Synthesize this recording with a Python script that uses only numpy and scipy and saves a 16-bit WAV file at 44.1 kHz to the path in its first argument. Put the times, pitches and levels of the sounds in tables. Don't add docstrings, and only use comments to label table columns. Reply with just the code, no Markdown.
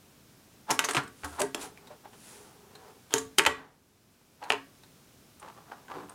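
import sys
import numpy as np
from scipy import signal
from scipy.fft import rfft, irfft, next_fast_len
from scipy.io import wavfile
from scipy.ndimage import uniform_filter1d, minimum_filter1d

SR = 44100
rng = np.random.default_rng(int(sys.argv[2]) if len(sys.argv) > 2 else 0)


def file_out(sig):
    cols = np.atleast_2d(sig).T
    lim = np.clip(cols, -1, 1)
    pcm = np.round(lim * 32767).astype(np.int16)
    wavfile.write(sys.argv[1], SR, pcm)


N = 270774

# (f/Hz, relative level/dB)
FLOOR = [(15, -40.5), (25, -14.5), (111, 0), (229, -0.5), (503, -9), (818, -12), (887, -13.5),
         (1520, -14.5), (1890, -17.5), (2350, -16.5), (4740, -18.5), (5280, -17), (6740, -19), (14800, -23),
         (16000, -26.5)]
FLOOR_DB = -58.5
WHINE_HZ, WHINE_DB = 14992, -80
# (f/Hz, t60/s)
ROOM_T60 = [(100, 1), (400, 0.24), (900, 0.15), (1600, 0.3147), (2400, 0.24), (3400, 0.3), (7000, 0.23),
            (15000, 0.19)]
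# (f/Hz, level/dB)
ROOM_DB = [(100, -1), (190, -6), (400, -0.5), (520, -6), (800, -2.5), (1400, -8.5), (3000, -13),
           (7000, -11), (15000, -10.5)]
# (f/Hz, relative level/dB)
HISS = [(100, -15.5), (500, -11), (2000, -6), (4500, -5), (7000, -1), (10500, -1), (13000, -11),
        (16000, -15)]
# (peak t/s, length/s, level/dB, treble/dB)
HISS_SWELLS = [(0.731, 0.071, -39, -2.5), (1.305, 0.54, -50, -7), (1.626, 0.11, -36.5, -7.5),
               (2.30, 0.5, -49.5, -5), (3.168, 0.15, -43, -3), (3.386, 0.012, -22.5, -1.5),
               (4.502, 0.026, -36, -8)]
# (bass/dB, resonance f/Hz, its lift/dB)
HISS_TONE = (5.2, 9700, 2.9)
# (f/Hz, relative level/dB)
WHEELS = [(50, -20.5), (200, -7), (420, 0), (600, -3), (850, 3), (1200, -3.5), (1650, -6.5), (2100, -14.5),
          (3000, -15.5), (5000, -18), (15000, -26.5)]
# (peak t/s, length/s, level/dB, resonance f/Hz)
LOW_SWELLS = [(0.699, .05, -35.5, 1660), (.705, 0.067, -30.5, 900), (1.399, 0.078, -32, 960),
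              (1.915, 0.082, -49, 497), (2.055, 0.048, -47.5, 790), (3.59, 0.24, -41, 1853),
              (4.426, 0.054, -41, 830), (4.461, 0.14, -45, 920)]
# (bass/dB, treble/dB, lift of the resonance/dB)
LOW_TONE = (-6, -9.5, 6.9)
LOW_RISE_SHARE, HISS_RISE_SHARE = .36, .42
# (t/s, relative level/dB)
RUB = [(5.39, -75), (5.426, -45.5), (5.486, -44.5), (5.546, -63), (5.578, -51), (5.652, -64), (5.688, -47),
       (5.708, -56), (5.72, -40), (5.748, -52), (5.866, -62.5), (5.902, -42.5), (6.038, -45.5),
       (6.082, -71), (6.088, -47.5), (6.13, -54)]
# (bass/dB, treble/dB, resonance f/Hz, its lift/dB)
RUB_TONE = (-4, -10.5, 1141, 5)
# (t/s, relative level/dB)
DRAG = [(5.92, -61), (5.93, -62), (5.968, -41.5), (6.07, -60)]
# (bass/dB, treble/dB, resonance f/Hz, its lift/dB)
DRAG_TONE = (13, -5, 286, 6.5)
RUB_DB, DRAG_DB = -2.5, -7.5
# (peak t/s, length/s, level/dB, bass/dB, treble/dB, resonance f/Hz, its lift/dB)
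SQUEAK = (3.132, .055, -41, -3, 3, 3216, 18)
# (t/s, relative level/dB)
ROLLS = [
    [(1.25, -39.5), (1.304, -57.5), (1.338, -47.5), (1.362, -49), (1.37, -57)],
    [(1.58, -41), (1.624, -55), (1.636, -41.5), (1.688, -52), (1.706, -62), (1.88, -58.5)],
    [(2.14, -58), (2.208, -71), (2.312, -55), (2.662, -60.5), (2.894, -51.5), (3.0, -69.5)],
]
ROLL_HZ = [1310, 434, 420]
# (bass/dB, treble/dB, lift of the resonance/dB)
ROLL_TONE = (-2, -2, 11)
ROLL_DB = -3.5
# (t/s, level/dB, pitch f/Hz)
THUMPS = [(0.707, -32.5, 139), (0.969, -24, 134), (.972, -32, 300), (1.237, -37.5, 78), (1.246, -36.5, 285),
          (1.315, -48, 76), (1.404, -19, 585), (1.43, -27, 420), (1.55, -33, 410), (1.902, -37.5, 590),
          (2.049, -39, 800), (3.14, -34, 135), (3.143, -29, 410), (3.389, -34, 132), (3.462, -29.5, 82),
          (3.467, -28, 420), (4.531, -24, 420), (5.717, -35, 810)]
# (f/Hz, relative level/dB, t60/s)
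FLEX = [(78, -0.5, 0.3), (136, 0, .12), (288.4, 0, 0.25), (417.4, 0.5, .125), (598, 0, .13), (822, 0, .085)]
# (bass/dB, deck snap/dB, rattle t60/s, lift of the resonance/dB); t60 is held above zero
TAIL = (3.5, -9, 0.01, 8)
EDGE = (3.5, -9, 0.0562, 13)
FLAT = (-5.5, -0.5, 0.02, 4)
STOMP = (8.5, -7, .02, 9)
TRUCK = (1, -3, 0.0926, 6)
AXLE = (-3, -10, 0.04, 14)
FINGER = (-8, -3, -0.05, 20)
# (t/s, force level/dB, treble/dB, resonance of the part struck f/Hz, kind of contact)
CLACKS = [(.7055, -17, 3.5, 2220, TAIL), (0.709, -23, 4, 5660, AXLE), (0.7157, -27.5, 11, 6030, TAIL),
          (.792, -16, 3, 2960, FLAT), (.841, -27.5, -3.5, 5470, TRUCK), (.8452, -28.5, 3, 6350, EDGE),
          (0.8874, -25, -3.5, 1160, TRUCK), (.909, -26, -1.5, 8340, AXLE), (.934, -30.5, -5, 8500, AXLE),
          (0.9482, -22.5, -8, 8100, TRUCK), (.968, -19, -9, 2820, FLAT), (0.9721, -20.5, -14, 1360, TRUCK),
          (1.035, -45.5, -4, 8300, AXLE), (1.0768, -45.5, -6, 8240, AXLE), (1.235, -37, -17, 1760, TRUCK),
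          (1.2449, -38, 7.5, 1480, EDGE), (1.395, -38, 3.5, 8000, AXLE), (1.4012, -34.5, 16, 935, TAIL),
          (1.4051, -26, 9, 900, TAIL), (1.4155, -34, 13, 10300, TAIL), (1.4179, -22, 3, 8400, STOMP),
          (1.5463, -25.5, 4.5, 3000, STOMP), (1.616, -48, 4, 6960, EDGE), (1.7742, -49.5, -6, 2410, EDGE),
          (1.872, -50.5, 0, 3900, EDGE), (2.132, -51.5, -4, 3050, EDGE), (2.7522, -47.5, -2, 4100, EDGE),
          (3.107, -44, -5, 3360, EDGE), (3.139, -14, 6.5, 6460, TAIL), (3.159, -33, -4, 3100, EDGE),
          (3.181, -29, 2.5, 6760, AXLE), (3.2505, -50, 6, 9490, TAIL), (3.3842, -8.5, 3, 3010, EDGE),
          (3.395, -1.5, -16, 2340, FLAT), (3.438, -27.5, 3, 7250, FLAT), (3.4516, -13, -5.5, 2370, FLAT),
          (3.463, -6.5, -7.5, 2700, FLAT), (3.465, -2, -4, 1620, FLAT), (3.4707, -5, -16.5, 1660, FLAT),
          (4.4275, -39.5, -17.5, 1600, FLAT), (4.438, -45.5, 2.5, 4150, EDGE),
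          (4.4447, -37, -22, 890, FINGER), (4.5034, -11, -14.5, 2992, FLAT),
          (4.5215, -19, -6.5, 2570, FLAT), (4.5351, -27, -6.5, 1010, FINGER),
          (4.5435, -30, -16, 890, FINGER), (4.8349, -50.5, -1, 4040, AXLE),
          (5.398, -57.5, 10.5, 9150, AXLE), (5.428, -45.5, -9, 1200, FINGER), (5.4857, -54, 2, 2700, FLAT),
          (5.717, -44, -33, 1560, FINGER), (5.883, -47.5, -5, 1530, FINGER),
          (5.9178, -37.5, -13, 1190, FINGER), (6.088, -52, -16, 940, FINGER), (6.0948, -55, 8, 8800, AXLE)]
# (f/Hz, relative level/dB, t60/s)
DECK = [(1730, -9.5, 0.0032), (2760, -1, 0.003), (3900, -1.5, 0.00098), (6700, -6, 0.0023),
        (9190, -12.5, 0.0014)]
# (nominal f/Hz, relative level/dB, nominal t60/s)
TABLE = [(250, -18, .25), (273.2, -3, 0.45), (336.4, 0.5, 0.17), (410.5, 3.5, 0.19), (446.6, -0.5, 0.32),
         (588.5, -2.5, .18), (716, -4.5, 0.23), (824, -6.5, .15), (924, 2, .19), (1071, -2, .21),
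         (1148, -5.5, 0.36), (1234, -11.5, 0.24), (1485, -14.5, 0.14), (1555, -2.5, 0.1), (1670, -7, 0.28),
         (1970, -5, 0.23), (2240, -8.5, 0.28), (2700, -7, 0.11), (3160, -5, 0.08)]
# (f/Hz, relative level/dB)
RATTLE = [(40, -37), (200, -8), (400, -6), (520, -13), (800, 3), (1600, 1.5), (2900, -5), (3800, -4),
          (4800, -6), (6500, -5), (9500, -6), (12500, -15), (16000, -27)]
HARD_DB = -22
HOP_S, HOP_SHRINK, HOP_LOSS_DB, HOP_SCATTER = .007, .84, 17, .15
EDGE_HZ, CEILING = 16300, .7


def amp(db):
    return 10 ** (np.asarray(db) / 20)


def evened(x):
    return x / np.sqrt(np.mean(x ** 2) + 1e-20)


def read(points, hz):
    f, value = np.transpose(points)
    return np.interp(np.log(hz + 1), np.log(f + 1), value)


def add(mix, s, sound):
    part = mix[max(round(s * SR), 0):][:len(sound)]
    part += sound[:len(part)]


def colour(x, spectrum):
    gain = amp(read(spectrum, np.fft.rfftfreq(len(x), 1 / SR)))
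    return evened(irfft(rfft(x) * gain, len(x)))


def tone(x, bass_db, treble_db, peak_hz, peak_db, bass_hz=550, treble_hz=4300, octaves=.13, tilt=.12):
    size = next_fast_len(len(x) + 2048)
    hz = abs(np.fft.fftfreq(size, 1 / SR)) + 1
    bass = 1 / (1 + (hz / bass_hz) ** 4)
    treble = 1 / (1 + (treble_hz / hz) ** 4)
    treble = treble * (hz / treble_hz / 2) ** tilt
    resonance = 1 / (1 + (np.log2(hz / peak_hz) / octaves) ** 2)
    db = bass_db * bass + treble_db * treble + peak_db * resonance
    gain = np.exp(np.conj(signal.hilbert(np.log(amp(db)))))
    return np.fft.ifft(np.fft.fft(x, size) * gain).real[:len(x)]


def fade(t, t60):
    return np.exp(-np.log(1000) * t / np.maximum(t60, 1e-4))


def ring(modes, t):
    return np.array([amp(db) * fade(t, t60) * np.sin(2 * np.pi * hz * t) for hz, db, t60 in modes])


def high_pass(x, hz):
    return signal.sosfilt(signal.butter(1, hz, "high", fs=SR, output="sos"), x)


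def background(waver_hz=12):
    waver = evened(uniform_filter1d(rng.standard_normal(N), size=1000))
    phase = 2 * np.pi * np.cumsum(WHINE_HZ + waver_hz * waver) / SR
    whine = amp(WHINE_DB) * evened(np.sin(phase))
    return amp(FLOOR_DB) * colour(rng.standard_normal(N), FLOOR) + whine


def echoes(first=.0024, build=.0013):
    size = SR * 3 // 4
    taps = rng.choice([-1., 1.], size) * (rng.random(size) < 5000 / SR)
    hz, t, bands = signal.stft(taps, SR, nperseg=256)
    damped = bands * fade(t, read(ROOM_T60, hz)[:, None])
    tail = signal.istft(damped, SR, nperseg=256)[1][:size]
    tail = tail * (1 - np.exp(-np.maximum(np.arange(size) / SR - first, 0) / build))
    gain = amp(read(ROOM_DB, np.fft.rfftfreq(size, 1 / SR)))
    return irfft(rfft(tail / np.linalg.norm(tail)) * gain, size)


def room(x, count=4, turns_per_s=5):
    turns = np.arange(N) / SR * turns_per_s
    shares = np.maximum(np.cos(2 * np.pi * (turns - np.arange(count)[:, None] / count)), 0)
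    return sum(signal.fftconvolve(x * share, echoes())[:N] for share in shares)


def grains(spectrum, grain_db, bumps_per_s):
    size = amp(grain_db * np.minimum(rng.exponential(1, SR), 4))
    bumps = rng.choice([-1., 1.], SR) * (rng.random(SR) < bumps_per_s / SR)
    return colour(size * bumps, spectrum)


def swells(rows, rise_share, spectrum, grain_db, bumps_per_s):
    t, out = np.arange(SR) / SR - .5, np.zeros(N)
    for s, length, db, *timbre in rows:
        rise, fall = length * rise_share, length * (1 - rise_share)
        distance = abs(np.where(t < 0, t / rise, t / fall))
        swell = amp(-20 * distance ** 1.37)
        noise = tone(grains(spectrum, grain_db, bumps_per_s), *timbre)
        add(out, s - .5, amp(db) * swell * noise)
    return out


def travel(curve, db, timbre, grain_db, bumps_per_s, release_s=.067):
    (times, level), out = np.transpose(curve), np.zeros(N)
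    start = times[0] - .05
    t = start + np.arange(SR) / SR
    beyond = abs(t - np.clip(t, times[0], times[-1]))
    swell = amp(db + np.interp(t, times, level)) * fade(beyond, release_s)
    add(out, start, swell * tone(grains(WHEELS, grain_db, bumps_per_s), *timbre))
    return out


def hiss_swells():
    bass_db, hz, lift_db = HISS_TONE
    rows = [(s, length, db, bass_db, treble_db, hz, lift_db) for s, length, db, treble_db in HISS_SWELLS]
    return swells(rows, HISS_RISE_SHARE, HISS, grain_db=6, bumps_per_s=27000)


def low_swells():
    bass_db, treble_db, lift_db = LOW_TONE
    rows = [(s, length, db, bass_db, treble_db, hz, lift_db) for s, length, db, hz in LOW_SWELLS]
    return swells(rows, LOW_RISE_SHARE, WHEELS, grain_db=2, bumps_per_s=2500)


def hand():
    rubbing = travel(RUB, RUB_DB, RUB_TONE, grain_db=4, bumps_per_s=1300)
    dragging = travel(DRAG, DRAG_DB, DRAG_TONE, grain_db=2.5, bumps_per_s=2500)
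    return rubbing + dragging


def wheels():
    out = swells([SQUEAK], LOW_RISE_SHARE, WHEELS, grain_db=2, bumps_per_s=2500)
    bass_db, treble_db, lift_db = ROLL_TONE
    for run, hz in zip(ROLLS, ROLL_HZ):
        timbre = bass_db, treble_db, hz, lift_db
        out = out + travel(run, ROLL_DB, timbre, grain_db=2.5, bumps_per_s=1600)
    return out


def thumps(rise_s=.0061, db_per_octave=30):
    t, out = np.arange(SR // 2) / SR, np.zeros(N)
    modes, onset = ring(FLEX, t), 1 - np.exp(-t / rise_s)
    for s, db, hz in THUMPS:
        octaves_off = abs(np.log2(np.array(FLEX)[:, 0] / hz))
        share = amp(db - db_per_octave * octaves_off)
        add(out, s, share @ modes * onset)
    return out


def contacts(count=2):
    for s, db, treble_db, hz, (bass_db, snap_db, t60, lift_db) in CLACKS:
        timbre = bass_db, treble_db, snap_db, t60, hz, lift_db
        yield (s, db, *timbre)
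        for hop in range(count if db > HARD_DB else 0):
            s += HOP_S * HOP_SHRINK ** hop * np.exp(HOP_SCATTER * rng.standard_normal())
            db -= HOP_LOSS_DB
            yield (s, db, *timbre)


def deck_snap(t, small_hz=450, contact_hz=9500):
    deck = high_pass(ring(DECK, t).sum(0), small_hz)
    return signal.sosfilt(signal.butter(2, contact_hz, fs=SR, output="sos"), deck)


def truck_rattle(t, t60, shake_s=.0004):
    shake = fade(t, t60) * (1 - np.exp(-t / shake_s))
    noise = colour(rng.choice([-1., 1.], len(t)), RATTLE)
    return evened(noise * shake) * np.std(shake)


def table_ring(t, table_hz=170, spot_db=5, detune=.017):
    modes = high_pass(ring(TABLE, t * (1 + detune * rng.standard_normal())), table_hz)
    spot = rng.choice([-1., 1.], len(TABLE)) * amp(spot_db * rng.standard_normal(len(TABLE)))
    return spot @ modes


def clacks(deck_db=10, rattle_db=-.5, table_db=-22):
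    t, board, table = np.arange(SR // 2) / SR, np.zeros(N), np.zeros(N)
    deck = deck_snap(t)
    for s, db, bass_db, treble_db, snap_db, t60, part_hz, part_db in contacts():
        crack = amp(deck_db + snap_db) * deck + amp(rattle_db) * truck_rattle(t, t60)
        add(board, s, amp(db) * tone(crack, bass_db, treble_db, part_hz, part_db))
        ringing = tone(table_ring(t), bass_db, treble_db, part_hz, 0)
        add(table, s, amp(db + table_db) * ringing)
    return board, table


def scene():
    board, table = clacks()
    near = board + wheels() + hand() + low_swells() + hiss_swells()
    sound = high_pass(near + room(near) + table, hz=68.9)
    return (sound + thumps() + background())[None]


def record(dry, threshold_db=-14, recovery_db_per_s=8):
    power_db = 10 * np.log10(abs(uniform_filter1d(dry[0] ** 2, size=160)) + 1e-12)
    recovery = np.arange(N) / SR * recovery_db_per_s
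    held_db = np.maximum.accumulate(power_db + recovery) - recovery
    over_db = np.maximum(held_db - threshold_db, 0)
    ducked = dry * amp(-uniform_filter1d(over_db, size=40))
    headroom = minimum_filter1d(np.minimum(CEILING / (abs(ducked[0]) + 1e-9), 1), size=25)
    limited = ducked * uniform_filter1d(headroom, size=25)
    low_pass = signal.firwin(255, EDGE_HZ, window=("kaiser", 9), fs=SR)
    return signal.oaconvolve(limited, low_pass[None], "same")


dry = scene()
out = record(dry)
file_out(out)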